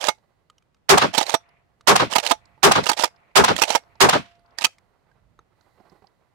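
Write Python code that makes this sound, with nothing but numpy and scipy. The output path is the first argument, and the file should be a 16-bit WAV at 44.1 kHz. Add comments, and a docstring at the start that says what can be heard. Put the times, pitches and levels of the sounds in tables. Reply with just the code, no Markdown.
"""A pump shotgun fires five times in an open pit; each blast is filtered noise returned by ground, banks and walls.
The pump is pushed home before each shot and pulled back after it: short rattles strike the modes of the gun.
Empty shells leave the gun or drop on stony ground and gear knocks, as struck modes with ticks; air, cloth and
wind are shaped noise. The shooter wears the right (near) microphone and the left (far) one stands two metres
off; both overload on every blast."""
import sys
import numpy as np
from scipy import signal
from scipy.fft import rfft, irfft
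from scipy.io import wavfile
from scipy.ndimage import uniform_filter1d

SR = 44100
rng = np.random.default_rng(int(sys.argv[2]) if len(sys.argv) > 2 else 0)


def to_wav(sig):
    """Store sig (one row per channel, or 1-D mono) as 16-bit WAV at the path in sys.argv[1].

    Samples outside -1..1 are clipped; the rate is SR.
    """
    pcm = np.clip(np.atleast_2d(sig), -1, 1) * 32767
    pcm = np.round(pcm).astype(np.int16)
    wavfile.write(sys.argv[1], SR, pcm.T)  # frames by channels


N = 279594

# Spectrum of the open air. Each row: frequency in Hz, relative level in dB.
AIR_SPECTRUM = [(20, -1), (60, -2), (130, 1), (250, -8), (700, -11.5), (1500, -20), (4000, -31),
                (9000, -37), (16000, -48)]
AIR_FAR_DB, AIR_NEAR_DB = -68.5, -66

# Cloth rubbing and wind buffeting the worn microphone.
# Each row: time in seconds, rub level in dB, buffet level in dB.
RUB_AND_BUFFET = [(0, -62, -70.5), (0.804, -81.5, -72), (1.4, -75.5, -69), (2.499, -66, -57),
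                  (3.25, -68.5, -68), (3.902, -63.5, -58.5), (4.402, -69.5, -63.5), (4.75, -67, -64),
                  (5.05, -70.5, -69), (5.12, -69.5, -61), (5.25, -71, -55), (5.4, -73.5, -58),
                  (5.5, -73.5, -71), (5.62, -61.5, -66.5), (5.802, -61.5, -66), (5.95, -59.5, -66),
                  (6.08, -66.5, -76), (6.34, -70.5, -73.5)]
# Smooth upper bands of the rubbing. Each row: centre in Hz, width in Hz, level in dB relative to the rub.
SWISH_BANDS = [(1990, 170, -14), (4180, 870, -18), (7000, 11000, -17)]

# Small knocks of sling and gear. Each row: time in seconds, thud level in dB, tick level in dB, thud pitch in Hz.
GEAR_KNOCKS = [(.1816, -49, -66, 920), (1.4876, -51, -63, 913), (2.4545, -56, -60, 916),
               (2.578, -43.5, -76, 877), (3.108, -48, -74, 1110), (3.16, -55, -61, 897),
               (3.3137, -51, -83, 900), (3.8355, -47, -65.5, 895), (3.9542, -44, -62.5, 893),
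               (4.352, -69, -63, 1400), (4.393, -62, -66, 1400), (4.46, -62, -63.5, 1400),
               (4.506, -61, -60, 1400), (5.1145, -50, -78, 1614), (5.609, -49, -62, 1283),
               (5.8012, -40.5, -79, 323), (5.8546, -49, -73, 753), (5.8964, -56, -60, 894),
               (5.9195, -40, -76, 369), (5.9554, -45, -77, 386), (6.0217, -41.5, -81, 402),
               (6.0413, -42, -75, 783), (6.0689, -59.5, -57, 902)]
# Modes heard with the thud. Each row: frequency in Hz, level in dB relative to the thud, t60 in seconds.
GEAR_MODES = [(195, -9, 0.043), (740, -2.5, 0.02), (981, -10, .02)]
THUD_PERIODS = 3.74  # contact of a gear knock is held this many periods of its thud

# Empty shells: one leaves the gun at 4.665 s, the others bounce on stones; each strike rings the tube.
# Each row: time in seconds, tube level in dB, tick level in dB.
SHELL_STRIKES = [(0.499, -43.5, -51.5), (0.581, -71, -56.5), (0.623, -61.5, -66), (.745, -59, -64.5),
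                 (0.767, -65.5, -74), (1.809, -44.5, -54), (4.665, -25, -30), (4.731, -61, -60),
                 (4.783, -62, -54.5), (5.391, -37.5, -67)]
# Modes heard with the tube. Each row: frequency in Hz, level in dB relative to the tube, t60 in seconds.
SHELL_MODES = [(457, -16, 0.039), (1270, -8, .06), (3770, -13.5, 0.013), (6400, -22, 0.017)]
TUBE_HZ = 1260

# The pump pulled back. Each row: stop in seconds; first click and unlock in seconds before it, rebound in
# seconds after it; then levels in dB of first click, unlock knock, unlock ticks, stop knock, stop clack,
# rebound knock, rebound clack and scrape.
PUMP_OPENINGS = [(1.1787, 0.038, 0.031, 0.033, -26.5, -9.5, -23.5, 3.5, -4.5, -4, -19.5, -31),
                 (2.157, 0.049, .0304, .0259, -36.5, -9, -19.5, 8.5, -5, -3, -10.5, -36),
                 (2.8923, 0.054, 0.027, .0229, -24, -8.5, -17.5, 3.5, -5.5, -5, -13.5, -38.5),
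                 (3.6178, .0545, .0303, .0174, -20, -8.5, -21, 5.5, -3.5, -6.5, -8, -37),
                 (4.644, .059, .026, 0.0084, -20, -19.5, -21.5, -7, -2, -37, -12.5, -46)]
# The pump pushed home. Each row: lock in seconds; first click, shell fed and lifter in seconds before it; levels
# in dB of first click, feed knock, feed clack, lifter clack and lock knock; lock pitch in Hz; scrape level in dB.
PUMP_CLOSINGS = [(0.0841, 0.072, 0.044, .0145, -23.5, -12, -18.5, -16, 3.5, 875, -33),
                 (1.34, 0.075, .046, .0125, -25.5, -13.5, -15, -19.5, 4.5, 930, -36),
                 (2.3104, .075, 0.047, .009, -30.5, -19.5, -14.5, -16.5, 6.5, 930, -32),
                 (3.0364, 0.061, .0415, .0126, -24, -7, -18.5, -17, 5, 920, -30),
                 (3.75, .069, .047, .0164, -30.5, -6, -13, -23, 4.5, 903, -31.5)]
# Modes of the gun heard with the knock. Each row: frequency in Hz, level in dB relative to the knock,
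# t60 in seconds.
GUN_MODES = [(140, -34, .04), (350, -23, .03), (680, -17, .05), (850, -20, .09), (1222, -13, .03),
             (2190, -27, .08), (3380, -21, .022), (4150, -23, .022), (5860, -32, .085), (7700, -20, .02)]
KNOCK_T60_S, CLACK_T60_S = .025, .02
KNOCK_HZ, STOP_HZ, REBOUND_HZ = 914, 922, 797
TICK_HELD_S, BLOW_HELD_S, STOP_HELD_S, LOCK_HELD_S = 0.0013, 0.0026, 0.0063, .008
UNLOCK_GAP_S = .008  # the unlock is three blows, the middle one a knock
TOUCH_LEAD_S, TOUCH_DB = 0.004, -18  # light touch just before the stop
SETTLE_AFTER_S, SETTLE_DB = .016, -15.5  # after the rebound, relative to its knock
FEED_ECHO_S, FEED_ECHO_DB = 0.0087, -6  # second, weaker tick of the shell being fed
LOCK_CLACK_DB = -10.5
TICK_KNOCK_DB = -5  # knock of a light tick relative to its clack
SCRAPE_LEAD_S, OPEN_RUNOUT_S, CLOSE_RUNOUT_S = 0.011, 0.02, 0.018
LOOSE_DB, LOOSE_SPREAD_DB = 5.5, 4.5  # ticks of loose parts, relative to the scrape
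BODY_LOW_HZ = 241  # the knocks of the gun carry no bass below this
ACTION_FAR_S, CLACK_FAR_DB, KNOCK_FAR_DB = 0.0043, -22.5, -27.5
PIT_DB, PIT_T60_S = -81, 0.17  # faint airy echo of the racking

# The five shots. Each row: time in seconds, level in dB.
SHOTS = [(0.8905, -5.5), (1.872, -6.5), (2.6292, -6), (3.3551, -6), (4.004, -6)]
# What each shot sends to the microphones: hammer, blast, then banks and walls, last the far side of the pit.
# Each row: delay, rise, hold and t60 in seconds, centre in Hz, width in Hz, near level in dB, far level in dB,
# both relative to the shot.
RETURNS = [(-.005, .005, .005, .0056, 1300, 1971, -22.5, -30),
           (.001, 0.00051, .014, .12, 2890, 5737, -1, -2.5), (.001, .0012, .03, .13, 900, 800, -0.5, -2.5),
           (.006, .0056, .034, .074, 398, 50, -7.5, -3), (.005, .006, .057, 0.1, 234, 42, -22.5, -24),
           (.001, 0.0047, .054, .25, 152, 170, -15, -20), (.042, .004, .018, .1, 671.5, 819.5, -10, -15),
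           (0.051, .004, .009, .031, 385.8, 199.1, -21, -15), (.081, .002, .011, .045, 900, 502, -1, -7.5),
           (0.083, .014, .0105, .015, 3907, 6000, -2, -1),
           (0.084, .0032, .049, 0.18, 1400, 3700, -20.5, -18),
           (.123, .0029, .036, 0.087, 1000, 706, -13, -17), (0.12, .012, .03, .1, 3000, 3000, -19.5, -19.5),
           (.129, 0.0068, .036, .04, 450, 312, -12, -10.5), (.125, .004, 0.05, .15, 153, 149, -23.5, -22),
           (0.17, .004, .031, 0.17, 1100, 2570, -33.5, -38),
           (.2, 0.0068, .054, .45, 1323, 2732, -49.5, -52), (.42, 0.031, .18, .9, 898, 865.4, -60.5, -60.5),
           (.53, 0.0088, 0.15, .35, 2114, 724.5, -64.5, -64.5)]
FRESH_SHARE = 0.46  # share of the noise power that differs from shot to shot
PATCHY_DB = 3  # depth of the lumps in the scatter
BLAST_FAR_S = .0072  # the direct blast reaches the far microphone later; echoes reach both together
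DIRECT_S = .02  # arrivals before this come straight from the gun
BARREL_HZ, BARREL_T60_S, BARREL_NEAR_DB, BARREL_FAR_DB = 690.5, 1.43, -38, -41.5  # relative to the shot

CEILING = 0.47  # amplitude at which an input flattens
MIC_LOW_HZ, TOP_HZ = 70, 15800
PRESENCE_HZ, PRESENCE_MIX_DB = 2800, -10


def undb(db):
    """Amplitude ratio: twenty decibels make a factor of ten."""
    return 10 ** (np.asarray(db) / 20)


def unit(x):
    """Normalisation to an rms of 1 in each channel."""
    return x / np.sqrt(np.mean(x ** 2, axis=-1, keepdims=True))


def band(x, hz, width_hz):
    """Band-pass filtering with edges evenly spaced in pitch about the centre (upper edge limited), rms 1."""
    middle = np.sqrt(hz ** 2 + width_hz ** 2 / 4)
    edges = [middle - width_hz / 2, min(middle + width_hz / 2, .45 * SR)]
    return unit(signal.sosfilt(signal.butter(2, edges, "bandpass", fs=SR, output="sos"), x))


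def add(out, sound, s):
    """Superposition: mix a sound in from time s."""
    i = max(int(s * SR), 0)
    n = min(sound.shape[-1], N - i)
    out[..., i:i + n] += sound[..., :n]


def envelope(t, held, t60, rise=0.003):
    """Energy supplied, then dissipated: linear rise, a level stretch until held, exponential decay."""
    return np.clip(t / rise, 0, 1) * undb(-60 * np.clip(t - held, 0, None) / t60)


def walk(rate):
    """Slow random modulation: Gaussian levels drawn rate times a second, slewed from each to the next."""
    k = int(SR / rate)
    held = np.repeat(rng.standard_normal(N // k + 1), k)
    return uniform_filter1d(held, k)[:N]


def ring(modes, t, chance):
    """Modal superposition: decaying sines whose levels and tuning vary a little from blow to blow."""
    hz, db, t60 = np.array(modes).T[:, :, None]
    level_chance, tuning_chance = chance.reshape(2, -1, 1)
    decay = undb(db + 2.5 * level_chance - 60 * t / t60)
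    return np.sum(decay * np.sin(2 * np.pi * hz * (1 + .012 * tuning_chance) * t), axis=0)


def blows(events, modes, knock_t60, tick_t60, tick_hz, tick_width):
    """Impact excitation: a short rattle drives the body's modes and is heard as a tick; returns both layers."""
    body, tick, t = np.zeros(N), np.zeros(N), np.arange(int(.15 * SR)) / SR
    for s, body_db, tick_db, held, knock_hz in events:
        all_modes = [(knock_hz, 0, knock_t60)] + list(modes)
        rung = ring(all_modes, t, rng.standard_normal(2 * len(all_modes)))
        contact = envelope(t, held, 0.013, 0.00034) * rng.standard_normal(len(t)) ** 3  # bouncing contacts
        contact[0] = 40  # a hard first touch
        struck = signal.fftconvolve(contact, rung)[:len(t)]
        add(body, undb(body_db) * struck / np.abs(struck).max(), s)
        # loose parts give every tick its own pair of bright spots in a broad, spiky rattle
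        spikes = rng.standard_normal(len(t)) ** 3
        spots = tick_hz * 2 ** (.6 * np.clip(rng.standard_normal(2), -2, 2))
        bright = sum(band(spikes, hz, hz / 7) for hz in spots)
        rattle = band(spikes, tick_hz, tick_width) + undb(-6) * bright
        add(tick, undb(tick_db) * envelope(t, held, tick_t60, .0015) * rattle, s)
    return body, tick


def open_air():
    """Broadband ambience: noise independent at each microphone, shaped by the air's spectrum."""
    hz, db = np.array(AIR_SPECTRUM).T
    f = np.fft.rfftfreq(N, 1 / SR) + 1  # offset keeps the logarithm finite
    gain = undb(np.interp(np.log(f), np.log(hz), db))
    air = unit(irfft(rfft(rng.standard_normal((2, N))) * gain, N))
    return air * undb(np.array([[AIR_FAR_DB], [AIR_NEAR_DB]]) + 0.4 * walk(1))


def cloth_and_wind():
    """Friction and turbulence: lumpy mid-band noise of cloth and low noise of wind, weaker at the far side."""
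    s, rub_db, buffet_db = np.transpose(RUB_AND_BUFFET)
    t = np.arange(N) / SR
    folds = undb(5 * walk(35)) * band(rng.standard_normal(N), 600, 800)  # folds of cloth slip past
    swish = sum(undb(db) * band(rng.standard_normal(N), hz, width) for hz, width, db in SWISH_BANDS)
    rub = undb(np.interp(t, s, rub_db)) * (folds + swish)
    gusts = undb(np.interp(t, s, buffet_db) + 1.6 * walk(9.1))
    buffet = gusts * band(rng.standard_normal(N), 54, 82)
    return rub * undb([[-14], [0]]) + buffet * undb([[-12], [0]])


def gear_knocks():
    """Near-field impacts: thuds and clicks of gear close to the worn microphone, much weaker at the far one."""
    events = [(s, thud_db, tick_db, THUD_PERIODS / hz, hz) for s, thud_db, tick_db, hz in GEAR_KNOCKS]
    thud, click = blows(events, GEAR_MODES, 0.031, 0.018, 4540, 1200)
    return (thud + click) * undb([[-14], [0]])


def shell_strikes():
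    """Impact on a light tube: each strike rings the empty shell, strong at both microphones."""
    events = [(*row, .002, TUBE_HZ) for row in SHELL_STRIKES]
    tube, tick = blows(events, SHELL_MODES, 0.017, 0.017, 3130, 5400)
    return (tube + tick) * undb([[-3], [0]])


def light_tick(s, db):
    """Brief contact: a clack with a weaker knock, as a row of the racking's blows."""
    return s, db + TICK_KNOCK_DB, db, TICK_HELD_S, KNOCK_HZ


def racking():
    """Sequence of contacts: blows (s, knock dB, clack dB, held s, knock Hz) and strokes (start s, end s, dB)."""
    hits, strokes = [], []
    for (stop, first, unlock, back, click_db, unlock_knock, unlock_tick, stop_knock, stop_clack,
         rebound_knock, rebound_clack, scrape) in PUMP_OPENINGS:
        unlocked, rebound = stop - unlock, stop + back
        hits += [light_tick(stop - first, click_db),
                 (unlocked, unlock_knock, unlock_tick, BLOW_HELD_S, KNOCK_HZ),
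                 light_tick(unlocked - UNLOCK_GAP_S, unlock_tick),
                 light_tick(unlocked + UNLOCK_GAP_S, unlock_tick),
                 light_tick(stop - TOUCH_LEAD_S, TOUCH_DB),
                 (stop, stop_knock, stop_clack, STOP_HELD_S, STOP_HZ),
                 (rebound, rebound_knock, rebound_clack, BLOW_HELD_S, REBOUND_HZ),
                 light_tick(rebound + SETTLE_AFTER_S, rebound_knock + SETTLE_DB)]  # the slide settles
        strokes.append((stop - first - SCRAPE_LEAD_S, rebound + OPEN_RUNOUT_S, scrape))
    for (lock, first, feed, lift, click_db, feed_knock, feed_clack, lifter_clack, lock_knock,
         lock_hz, scrape) in PUMP_CLOSINGS:
        fed = lock - feed
        hits += [light_tick(lock - first, click_db),
                 (fed, feed_knock, feed_clack, BLOW_HELD_S, KNOCK_HZ),
                 light_tick(fed + FEED_ECHO_S, feed_clack + FEED_ECHO_DB),
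                 light_tick(lock - lift, lifter_clack),
                 (lock, lock_knock, LOCK_CLACK_DB, LOCK_HELD_S, lock_hz)]
        strokes.append((lock - first - SCRAPE_LEAD_S, lock + CLOSE_RUNOUT_S, scrape))
    # eight loose ticks at random during each stroke
    for start, end, scrape in strokes:
        for place, size in rng.random((8, 2)):
            s = start + SCRAPE_LEAD_S + place * (end - start - SCRAPE_LEAD_S)
            hits.append(light_tick(s, scrape + LOOSE_DB + LOOSE_SPREAD_DB * (2 * size - 1)))
    return hits, strokes


def action():
    """Impact and stick-slip: blows over a gritty scrape; the far side hears mostly clack, late and smeared."""
    hits, strokes = racking()
    body, clack = blows(hits, GUN_MODES, KNOCK_T60_S, CLACK_T60_S, 3217, 5700)
    t, travel = np.arange(N) / SR, np.zeros(N)
    for start, end, db in strokes:
        travel += undb(db) * envelope(t - start, end - start, 0.071, 0.01)
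    grit = undb(3 * walk(250)) * travel  # the bars catch and slip
    clack = clack + grit * band(rng.standard_normal(N), 2800, 5300)
    body = body + undb(3.5) * grit * band(rng.standard_normal(N), 680, 400)
    body = signal.sosfilt(signal.butter(2, BODY_LOW_HZ, "highpass", fs=SR, output="sos"), body)
    near = body + clack
    # away from the stock the knock thins out and the open side of the action sounds through
    side = signal.sosfilt(signal.butter(2, [1150, 2400], "bandpass", fs=SR, output="sos"), near)
    far = undb(CLACK_FAR_DB) * (clack + undb(-2.0) * side) + undb(KNOCK_FAR_DB) * body
    lag = np.arange(int(.06 * SR)) / SR
    ground = rng.standard_normal(len(lag)) * undb(-25 - 60 * lag / .07)  # scatter off the stones
    ground[0] = 1  # direct sound
    out = np.array([np.zeros(N), near])
    add(out[0], signal.fftconvolve(far, ground)[:N], ACTION_FAR_S)
    lag = np.arange(int(.4 * SR)) / SR
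    pit = rng.standard_normal((2, len(lag))) * undb(PIT_DB) * envelope(lag, 0.061, PIT_T60_S, .04)
    return out + signal.fftconvolve(clack[None], pit, axes=1)[:, :N]


def shots():
    """Scattering by fixed terrain: each shot is returned as band noise that partly repeats, over a barrel ring."""
    out, t = np.zeros((2, N)), np.arange(SR) / SR
    terrain = rng.standard_normal((len(RETURNS), 2, SR))
    lumps = [undb(PATCHY_DB * walk(150)[:SR]) for _ in RETURNS]  # the ground scatters in lumps
    barrel_db = np.array([[BARREL_FAR_DB], [BARREL_NEAR_DB]])
    for s, db in SHOTS:
        for scatter, lump, row in zip(terrain, lumps, RETURNS):
            delay, rise, held, t60, hz, width, near_db, far_db = row
            n = min(int((held + t60) * SR) + 500, SR)
            fresh = rng.standard_normal((2, n))
            noise = np.sqrt(1 - FRESH_SHARE) * scatter[:, :n] + np.sqrt(FRESH_SHARE) * fresh
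            far, near = band(noise, hz, width) * lump[:n] * envelope(t[:n], held, t60, rise)
            far_lag = BLAST_FAR_S if delay < DIRECT_S else 0
            add(out[0], undb(db + far_db) * far, s + delay + far_lag)
            add(out[1], undb(db + near_db) * near, s + delay)
        decay = undb(db + barrel_db - 60 * t / BARREL_T60_S)
        add(out, decay * np.sin(2 * np.pi * BARREL_HZ * t), s)
    return out


def scene():
    """Linear superposition of all sources at the far (left) and near (right) microphones."""
    return open_air() + cloth_and_wind() + gear_knocks() + shell_strikes() + action() + shots()


def record(dry):
    """Saturation at the inputs' ceiling, then filtering: bass cut, presence range lifted, top cut."""
    x = dry / CEILING
    flat = CEILING * x / (1 + x ** 6) ** (1 / 6)
    flat = signal.sosfilt(signal.butter(1, MIC_LOW_HZ, "highpass", fs=SR, output="sos"), flat)
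    presence = signal.lfilter(*signal.iirpeak(PRESENCE_HZ, 1, fs=SR), flat)
    flat = flat + undb(PRESENCE_MIX_DB) * presence
    return signal.sosfilt(signal.ellip(8, .2, 70, TOP_HZ, fs=SR, output="sos"), flat)


dry = scene()
out = record(dry)
to_wav(out)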